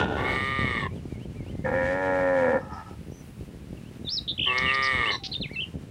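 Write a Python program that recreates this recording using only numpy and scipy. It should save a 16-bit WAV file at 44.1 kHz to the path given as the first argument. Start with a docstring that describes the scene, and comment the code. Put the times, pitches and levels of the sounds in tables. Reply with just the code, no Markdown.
"""Cattle on an open pasture: a rough moo dies away, a calf bawls twice and a cow answers between the calls.
Each call is a train of vocal-fold pulses ringing the throat; it turns hoarse as the pitch sags, and a tail of
fading noise echoes it. A short low comes from far off. A far bird repeats a warble; other notes, faint and far
or loud and close, are whistles, trills and buzzes, all made of gliding sines. Filtered noise and clicks make
the wind that buffets the microphone, over a soft hiss of filtered noise."""
import sys
import numpy as np
from scipy import signal
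from scipy.fft import rfft, irfft
from scipy.io import wavfile
from scipy.ndimage import uniform_filter1d, map_coordinates

SR = 44100
rng = np.random.default_rng(int(sys.argv[2]) if len(sys.argv) > 2 else 0)


def store_pcm(level_fs):
    """Save levels as 16-bit WAV."""
    pcm = np.round(np.clip(level_fs, -1, 1) * 32767).astype(np.int16)
    wavfile.write(sys.argv[1], SR, np.atleast_2d(pcm).T)


N = 260190
T = np.arange(N) / SR  # time in s
FREQS = np.arange(N + 1) * SR / (2 * N)  # filter frequencies in Hz


def undb(db):
    """Turn decibels into gain."""
    return 10 ** (np.asarray(db) / 20)


def curves(table):
    """Turn a table into curves over time: the first column is the time, each other column a curve."""
    seconds, *columns = np.transpose(table)
    return [np.interp(T, seconds, column) for column in columns]


def unit(x):
    """Scale to an rms (average strength) of 1."""
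    return x / np.sqrt(np.mean(x ** 2))


def steady(x, seconds=0.023):
    """Even out the loudness by holding the running rms near 1."""
    running_power = np.abs(uniform_filter1d(x ** 2, int(seconds * SR)))
    return x / np.sqrt(running_power + 1e-6 * np.mean(x ** 2))


def ease(share):
    """A smooth step from 0 to 1."""
    return np.sin(np.pi / 2 * np.clip(share, 0, 1)) ** 2


def gate(start, end, edge):
    """Open from start to end (s), with soft edges."""
    opening = np.clip((T - start) / edge + .5, 0, 1)
    closing = np.clip((end - T) / edge + .5, 0, 1)
    return opening * closing


def walk(rate):
    """Random wandering with a spread near 1, drawn as straight lines between `rate` random points per second."""
    knots = rng.standard_normal(int(N / SR * rate) + 2)
    return np.sqrt(3 / 2) * np.interp(T * rate, np.arange(len(knots)), knots)


def filtered(x, response):
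    """Apply a frequency response."""
    return irfft(rfft(x, 2 * N) * response)[:N]


def colour(points):
    """A filter through (Hz, dB) points that rings only after its input, never before."""
    hz, db = np.transpose(points)
    gain = undb(np.interp(np.log(FREQS + 1), np.log(hz), db))
    # folding the cepstrum gives the minimum-phase filter
    cepstrum = irfft(np.log(gain))
    cepstrum[1:N] *= 2
    return np.exp(rfft(cepstrum[:N], 2 * N))


def clicks(times, sizes):
    """Very short clicks placed exactly, even between samples, by a windowed sinc."""
    out = np.zeros(N)
    at = np.asarray(times)[:, None] * SR
    taps = np.floor(at).astype(int) + np.arange(-7, 9)
    shape = np.sinc(taps - at) * np.sinc((taps - at) / 8)
    np.add.at(out, np.clip(taps, 0, N - 1), sizes[:, None] * shape)
    return out


def air(low_share=0.067):
    """Soft hiss, made of filtered noise."""
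    # tone of the hiss: pitch_hz, level_db
    air_tone = [(900, 0.5), (1400, -2.5), (2200, -2.5), (2900, -2.5), (3300, -6.5), (6400, -12.5),
                (9400, -14), (11300, -19), (12400, -24), (16000, -23)]
    # hiss level above 10.5 kHz over time: time_s, level_db (over its usual level)
    top_level = [(0, -6), (0.3, 13), (0.7, 1.5), (2.8, 2), (3.27, 11), (3.55, 5.5), (5.9, 2.5)]
    hiss = unit(filtered(rng.standard_normal(N), colour(air_tone)))
    top = filtered(hiss, 1 / (1 + (10500 / (FREQS + 1)) ** 8))  # above 10.5 kHz
    top_db = curves(top_level)[0]
    flicker = undb(-57 + 1.1 * walk(22))
    # the rest of the hiss follows only a small share of the level of the top
    return flicker * ((hiss - top) * undb(low_share * top_db) + top * undb(top_db))


def wind(scatter_db=2.6, flicker_db=2.0, crisp_hz=500, rumble_db=-3, rumble_hz=170):
    """Eddies slap the microphone: rumble and a patter of thumps swell in gusts, with some crisper slaps."""
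    # tone of a thump: pitch_hz, level_db
    thump_tone = [(15, -106), (25, -45), (40, -9), (70, 0.5), (160, 1), (204, -0.5), (241, -2.5),
                  (361, -7.5), (401, -8.5), (557, -16), (900, -32), (1170, -68), (1980, -120)]
    # strongest slaps: time_s, peak_db
    slap_table = [(0.11, -28), (0.59, -19), (0.644, -18), (0.926, -32), (0.962, -30.5), (1.054, -31),
                  (1.124, -25.5), (1.255, -27), (1.464, -25), (1.553, -24.5), (2.911, -30.5),
                  (3.121, -27.5), (3.41, -30), (3.729, -27.5), (3.912, -33.5), (4.045, -26.5),
                  (5.404, -26.5), (5.514, -25), (5.74, -32)]
    # steady wind, easing after two seconds: time_s, level_db (before the flicker)
    breeze_table = [(0, -31), (0.7, -35), (1.2, -38), (1.85, -32.5), (2.15, -41.5), (2.5, -38.5),
                    (2.75, -42.5), (3.9, -41.5), (4.8, -42.5), (5.9, -41)]
    # short gusts: middle_s, level_db
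    gust_table = [(0.64, -31.5), (0.85, -31.5), (1.41, -33.5), (1.712, -35.5), (3.41, -38), (3.74, -41.5),
                  (4.42, -37), (4.64, -33), (5.0, -35.5), (5.43, -35.5), (5.76, -34.5)]
    gust_s = 0.025  # half the length of a gust

    response = colour(list(thump_tone) + [(2500, -82), (8000, -100)])
    places, signs, chances = rng.random((800, 3)).T
    sizes = np.sign(signs - .5) * undb(scatter_db * np.minimum(-np.log(chances), 4))
    patter = unit(filtered(clicks(places * N / SR, sizes), response))
    rumble = unit(filtered(rng.standard_normal(N), response / (1 + (FREQS / rumble_hz) ** 2)))

    times, peak_db = np.transpose(slap_table)
    crisp = response * (1 + 1j * FREQS / crisp_hz)  # lifts the treble
    slaps = filtered(clicks(times, undb(peak_db)), crisp) / np.abs(irfft(crisp)).max()

    breeze = undb(curves(breeze_table)[0] + flicker_db * walk(22))
    gusts = sum(undb(db) * np.exp(-((T - middle) / gust_s) ** 2 / 2) for middle, db in gust_table)
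    strength = np.hypot(breeze, gusts)
    return steady(patter + undb(rumble_db) * rumble, seconds=.1) * strength + slaps


def far_bird(waver=0.0122):
    """One dipping, rising whistle phrase, repeated softly: a sine with an unsteady pitch."""
    # the phrase: time_s (from its start), pitch_hz, level_db (added to that of the repeat)
    phrase = [(0, 2125, -9), (0.022, 2420, 0), (0.075, 2120, 0), (0.106, 2280, -4.5), (0.128, 2780, 2),
              (0.165, 3210, 1)]
    # its repeats: start_s, level_db
    repeats = [(1.087, -59.5), (1.349, -57.5)]
    out = np.zeros(N)
    for start, db in repeats:
        hz, shape_db = curves([(start + s, f, d) for s, f, d in phrase])
        phase = 2 * np.pi * np.cumsum(hz * (1 + waver * walk(200))) / SR
        out += undb(db + shape_db) * unit(np.sin(phase)) * gate(start, start + phrase[-1][0], .01)
    return out


def bird_notes(edge=0.0035, overtone_db=-44):
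    """Whistled glides, faint or loud; in trills and buzzes the pitch sweeps unevenly and the tone pulses."""
    # plain whistles: start_s, length_s, first_hz, middle_hz, last_hz, level_db
    whistles = [ (0.88, 0.068, 2540, 2280, 2600, -61), (0.952, 0.063, 3650, 3000, 2260, -62),
                (1.51, 0.14, 2050, 2060, 2130, -62.5), (3.77, 0.018, 2990, 2730, 2500, -56),
                (3.838, 0.061, 2435, 2850, 3160, -61), (4.047, 0.026, 3870, 3800, 3700, -47),
                (4.067, 0.022, 3700, 3640, 3450, -33), (4.166, 0.028, 5450, 4025, 3890, -28),
                (4.377, 0.012, 2770, 3280, 3400, -33.5), (4.467, 0.063, 3170, 2710, 2690, -26),
                (5.055, 0.047, 2570, 2925, 3020, -29.5), (5.198, 0.13, 800, 772, 756, -54),
                (5.314, 0.019, 4050, 4130, 4770, -34), (5.351, 0.018, 3550, 3650, 3580, -30.5),
                (5.411, 0.029, 4250, 3770, 2620, -33), (5.439, 0.0256, 2820, 2370, 2080, -36.5),
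                (5.492, 0.07, 1680, 2320, 1930, -47), (5.532, 0.045, 4480, 4070, 3380, -51.5),
                (5.558, 0.051, 2720, 2636, 2830, -31.5)]
    # trills: start_s, length_s, first_hz, middle_hz, last_hz, level_db, sweeps_per_s, depth_hz
    trills = [ (3.114, 0.11, 5760, 6030, 5870, -61, 99, 200),
              (4.087, 0.08, 3630, 5280, 5000, -30.5, 105, 243),
              (4.277, 0.043, 3530, 3700, 3695, -28.5, 210, 300),
              (4.39, 0.0415, 2900, 2990, 3020, -27.5, 58.5, 383),
              (4.424, 0.056, 3006, 3010, 3060, -26.5, 68, 302),
              (4.659, 0.06, 2930, 2755, 2730, -27.5, 122, 91),
              (5.329, 0.028, 4100, 3810, 3540, -33.5, 96, 714),
              (5.6, 0.045, 2960, 3085, 2740, -31.5, 86, 100)]
    # buzzes, too fast to hear the sweeps: start_s, length_s, first_hz, last_hz, level_db, depth_hz
    buzzes = [ (4.577, 0.013, 3840, 5270, -31.5, 1010), (4.738, 0.019, 4000, 5080, -36, 700),
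              (4.823, 0.026, 4780, 5480, -35, 430), (4.843, 0.032, 4870, 4660, -35.5, 480),
              (5.106, 0.059, 4060, 3960, -32.5, 327), (5.116, 0.06, 5850, 5570, -49, 250),
              (5.235, 0.04, 3770, 4420, -34.5, 1130)]
    buzz_hz = 328  # average sweeps per s in a buzz

    waver = .006 * walk(300)  # of the pitch
    haste = .16 * walk(200)  # of the sweep speed
    flutter = undb(1.8 * walk(220))  # of the loudness
    reach = 1 + .25 * walk(350)  # of the sweep depth

    def note(start, length, glide_hz, db, trill_hz=0, depth_hz=0):
        """One note gliding smoothly through the given pitches."""
        t = np.arange(int(length * SR)) / SR
        span = slice(int(start * SR), int(start * SR) + len(t))
        swing = 2 * np.pi * trill_hz * np.cumsum(1 + haste[span]) / SR
        places = np.linspace(0, 1, len(glide_hz))
        glide = np.polyval(np.polyfit(places, glide_hz, len(glide_hz) - 1), t / length)
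        sweep = np.sin(swing) + 0.37 * np.sin(2 * swing)  # lopsided: slow one way, quick the other
        hz = glide * (1 + waver[span]) - depth_hz * reach[span] * sweep
        phase = 2 * np.pi * np.cumsum(hz) / SR
        tone = np.sin(phase) + undb(overtone_db) * np.sin(2 * phase)
        pulsing = min(depth_hz / 600, .6)  # deeper sweeps pulse more
        shape = ease(np.minimum(t, length - t) / edge) * flutter[span] * (1 - pulsing * np.cos(swing))
        out = np.zeros(N)
        out[span] = undb(db) * unit(shape * tone)
        return out

    plain = sum(note(s, length, hz, db) for s, length, *hz, db in whistles)
    trilled = sum(note(s, length, hz, db, rate, depth) for s, length, *hz, db, rate, depth in trills)
    buzzed = sum(note(s, length, hz, db, buzz_hz, depth) for s, length, *hz, db, depth in buzzes)
    return plain + trilled + buzzed


def pasture(x, wet_db, t60):
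    """Weak scatter from the ground and the trees: a noise tail that falls by 60 dB in t60 seconds."""
    tail = rng.standard_normal(N) * undb(-60 * T / t60) * (T > .008)
    echo = filtered(x, rfft(tail / np.sqrt(np.sum(tail ** 2)), 2 * N))
    return x + undb(wet_db) * echo


def throat(modes, skirt=1.533, top_hz=9500):
    """Response of a throat: the power of its resonances added up, falling off above top_hz."""
    hz = np.geomspace(20, SR / 2, num=1500)
    power = 0
    for f, width, db in modes:
        offset = (hz ** 2 - f ** 2) / (hz * width)
        power = power + undb(db) ** 2 / (1 + offset ** 2) ** skirt
    return colour(np.column_stack([hz, 10 * np.log10(power / (1 + (hz / top_hz) ** 10))]))


def hoarseness(hz, start):
    """Roughness 0-1: a voice starts rough, clears near its highest pitch and roughens as the folds slacken."""
    clear_rough, start_rough, start_fade_s = 0.12, 0.16, 0.16
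    break_sag, break_power = 0.32, 1.78  # pitch share lost that adds 1 to roughness; the break comes late
    onset = np.exp(-np.maximum(T - start, 0) / start_fade_s)
    breaking = ((1 - hz / hz.max()) / break_sag) ** break_power
    return np.clip(clear_rough + breaking + start_rough * onset, 0, 1)


def glottis(hz, rough, jitter, shimmer_db, rasp, soft_hz=3000, hiss_db=0):
    """One snap of the vocal folds per cycle, unsettled by roughness; in the treble, turbulence takes over."""
    phase = np.cumsum(hz) / SR  # counted in cycles
    cycles = np.arange(1, int(phase[-1]))
    time_chance, size_chance = rng.standard_normal((1000, 2))[:len(cycles)].T
    unrest = np.interp(cycles, phase, rough)
    times = np.interp(cycles + jitter * unrest * time_chance, phase, T)
    snaps = unit(clicks(times, undb(shimmer_db * unrest * size_chance)))
    # breath noise bursts out at each cycle and dies down
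    puffs = unit(np.exp(-(phase % 1)) * rng.standard_normal(N))
    soft = 1 / (1 + (FREQS / soft_hz) ** 16)  # share of the snaps at each frequency
    turbulence = filtered(puffs, np.sqrt(1 - soft)) * undb(hiss_db + 2 * walk(28))
    return filtered(snaps + rasp * rough * puffs, np.sqrt(soft)) + turbulence


def sliding(x, response, ratio):
    """Filter on a warped clock, so that all resonances move by the given ratio."""
    clock = np.cumsum(ratio)
    warped = map_coordinates(x, [np.interp(np.arange(N), clock, np.arange(N))], order=3)
    return map_coordinates(filtered(warped, response), [clock], order=3)


def moo(source, modes, split_hz, db, upper_db, slack, low_sag=0, high_sag=0, hold_s=0.0233):
    """The throat rings in a lower and an upper band, each with its own level; as slack drops they sink."""
    response = throat(modes)
    lower = 1 / (1 + (FREQS / split_hz) ** 16)
    body = sliding(source, response * lower, slack ** low_sag)
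    bright = sliding(source, response * (1 - lower), slack ** high_sag)
    return undb(db) * steady(body, hold_s) + undb(upper_db) * steady(bright, hold_s)


def distant_low(flutter_db=3.2):
    """A short, fluttering far-off low: rough pulses at 86 Hz through a throat."""
    # loudness: time_s, level_db (before the flutter)
    low_levels = [(2.6, -48), (2.7, -41.5), (2.77, -39.5), (2.9, -51), (3.0, -66)]
    # throat resonances: pitch_hz, width_hz, level_db (relative)
    low_throat = [(854, 180, -8), (1283, 100, -7), (1759, 220, -19.5), (5280, 850, -30.5)]
    source = glottis(np.full(N, 86.), np.full(N, .8), jitter=.1, shimmer_db=3, rasp=1.5)
    db = curves(low_levels)[0] + flutter_db * walk(45)
    return steady(filtered(source, throat(low_throat, skirt=2.0))) * undb(db) * gate(2.61, 2.98, 0.061)


def fading_moo():
    """The last hoarse rattle of a call and its dying ring: very uneven pulses at 72 Hz."""
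    # loudness before the trims below: time_s, lower_resonances_db, upper_resonances_db
    fading_levels = [(0.0, -28.5, -24.5), (0.032, -29.5, -28), (0.072, -37, -39), (0.11, -30.5, -38),
                     (0.154, -33.5, -36), (0.3, -35.5, -40.5)]
    # throat resonances: pitch_hz, width_hz, level_db (relative)
    fading_throat = [(373, 260, -1.5), (846, 220, -5), (1448, 94, 1.5), (1796, 49, -5), (2770, 630, -18),
                     (3550, 420, -16.5), (6040, 1100, -36)]
    db, upper_db = curves(fading_levels)
    source = glottis(np.full(N, 72.), np.full(N, .8), jitter=.15, shimmer_db=4, rasp=1.0, hiss_db=-3)
    voice = moo(source, fading_throat, 930, db + 2.0, upper_db + .5, np.ones(N))
    return voice * gate(-1, 0.38, 0.13)


def cow(edge_s=0.017, linger_s=0.0043, rasp=1.0, jitter=0.034):
    """A deep moo, ragged at both ends, where the folds are slackest."""
    # course of the call: time_s, pitch_hz, lower_resonances_db, upper_resonances_db
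    call = [(1.65, 73.37, -24.5, -32), (1.71, 76.1, -28.5, -40), (1.745, 88.77, -24.5, -32.5),
            (1.829, 87.6, -24, -32), (1.99, 94.03, -29, -35.5), (2.079, 93.57, -25.5, -34.5),
            (2.347, 90.12, -22.5, -35), (2.43, 85.77, -20.5, -34.5), (2.505, 80.5, -24.5, -34),
            (2.58, 68.55, -21, -38.5)]
    # throat resonances at the highest pitch: pitch_hz, width_hz, level_db (relative)
    cow_throat = [(256.6, 66, -14), (528.6, 36, 1), (819, 146, -16), (962, 44, -14.5), (1422, 91, -12.5),
                  (1691, 60, 1), (1821, 102, 2), (2252, 190, -10), (3140, 1050, -29.5), (5800, 5000, -40),
                  (8300, 2000, -53)]
    hz, db, upper_db = curves(call)
    start, end = call[0][0], call[-1][0]
    source = glottis(hz, hoarseness(hz, start), jitter=jitter, shimmer_db=3.0, rasp=rasp, soft_hz=2460)
    voice = moo(source, cow_throat, 1360, db, upper_db, hz / hz.max(), low_sag=0.043, high_sag=0.049)
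    return voice * gate(start, end + linger_s, edge_s)


def calf(start, crest, end, top_hz, db, upper_db):
    """A nasal bawl: its pitch arches, then sags; it swells when a harmonic meets a throat resonance."""
    # throat resonances, mouth open at the highest pitch: pitch_hz, width_hz, level_db (relative)
    calf_throat = [(455, 169, -11), (980, 310, -16), (1212, 65, 1.5), (1868, 99, 1.5), (1990, 71, -0.5),
                   (2193, 88, 4), (2966, 175, -10.5), (3605, 400, -15.5), (4300, 500, -30.5),
                   (8320, 450, -32)]
    rise, sag, sag_power = 0.06, 0.275, 1.8  # shares of the pitch; the sag comes late
    waver = 0.002435  # unsteadiness as a share of the pitch
    mouth_open_s, mouth_close_s = 0.11, 0.07
    # a shut mouth is quieter and its resonances sink
    shut_lower_db, shut_upper_db, shut_sink = -1.5, -12, 0.086

    climb = np.clip((T - start) / (crest - start), 0, 1)
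    fall = np.clip((T - crest) / (end - crest), 0, 1)
    arch = 1 - rise * (1 - ease(climb)) - sag * ease(fall ** sag_power)
    mouth = np.minimum((T - start) / mouth_open_s, (end - T) / mouth_close_s)
    shut = 1 - np.clip(mouth, 0, 1)

    hz = top_hz * arch * (1 + waver * walk(30))
    source = glottis(hz, hoarseness(arch, start), jitter=.03, shimmer_db=5.5, rasp=1.0, soft_hz=3980)
    slack = arch ** 0.19 * (1 - shut_sink * shut)
    # the long hold lets the loudness swell within the call
    voice = moo(source, calf_throat, 1306, db + shut_lower_db * shut, upper_db + shut_upper_db * shut, slack,
                low_sag=1.0, high_sag=0.49, hold_s=0.3)
    return voice * gate(start, end, 0.015)


def scene():
    """Herd, birds, wind and hiss together, with echoes on the animals."""
    # calf bawls, mouth open:
    # start_s, highest_at_s, end_s, highest_pitch_hz, lower_resonances_db, upper_resonances_db
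    bawls = [(0.17, 0.47, 0.88, 134.2, -35.5, -30), (4.464, 4.774, 5.165, 133.6, -32.5, -26)]
    calves = sum(calf(*bawl) for bawl in bawls)
    cows = cow() + fading_moo() + distant_low()
    herd = pasture(calves, wet_db=-16, t60=.18) + pasture(cows, wet_db=-14, t60=.35)
    birds = pasture(bird_notes() + far_bird(), wet_db=-12.0, t60=0.18)
    return (herd + birds + wind() + air())[None]


def record(dry):
    """A steep low-pass filter cuts the treble above 15750 Hz."""
    return signal.sosfilt(signal.ellip(10, .2, 80, 15750, fs=SR, output="sos"), dry)


dry = scene()
out = record(dry)
store_pcm(out)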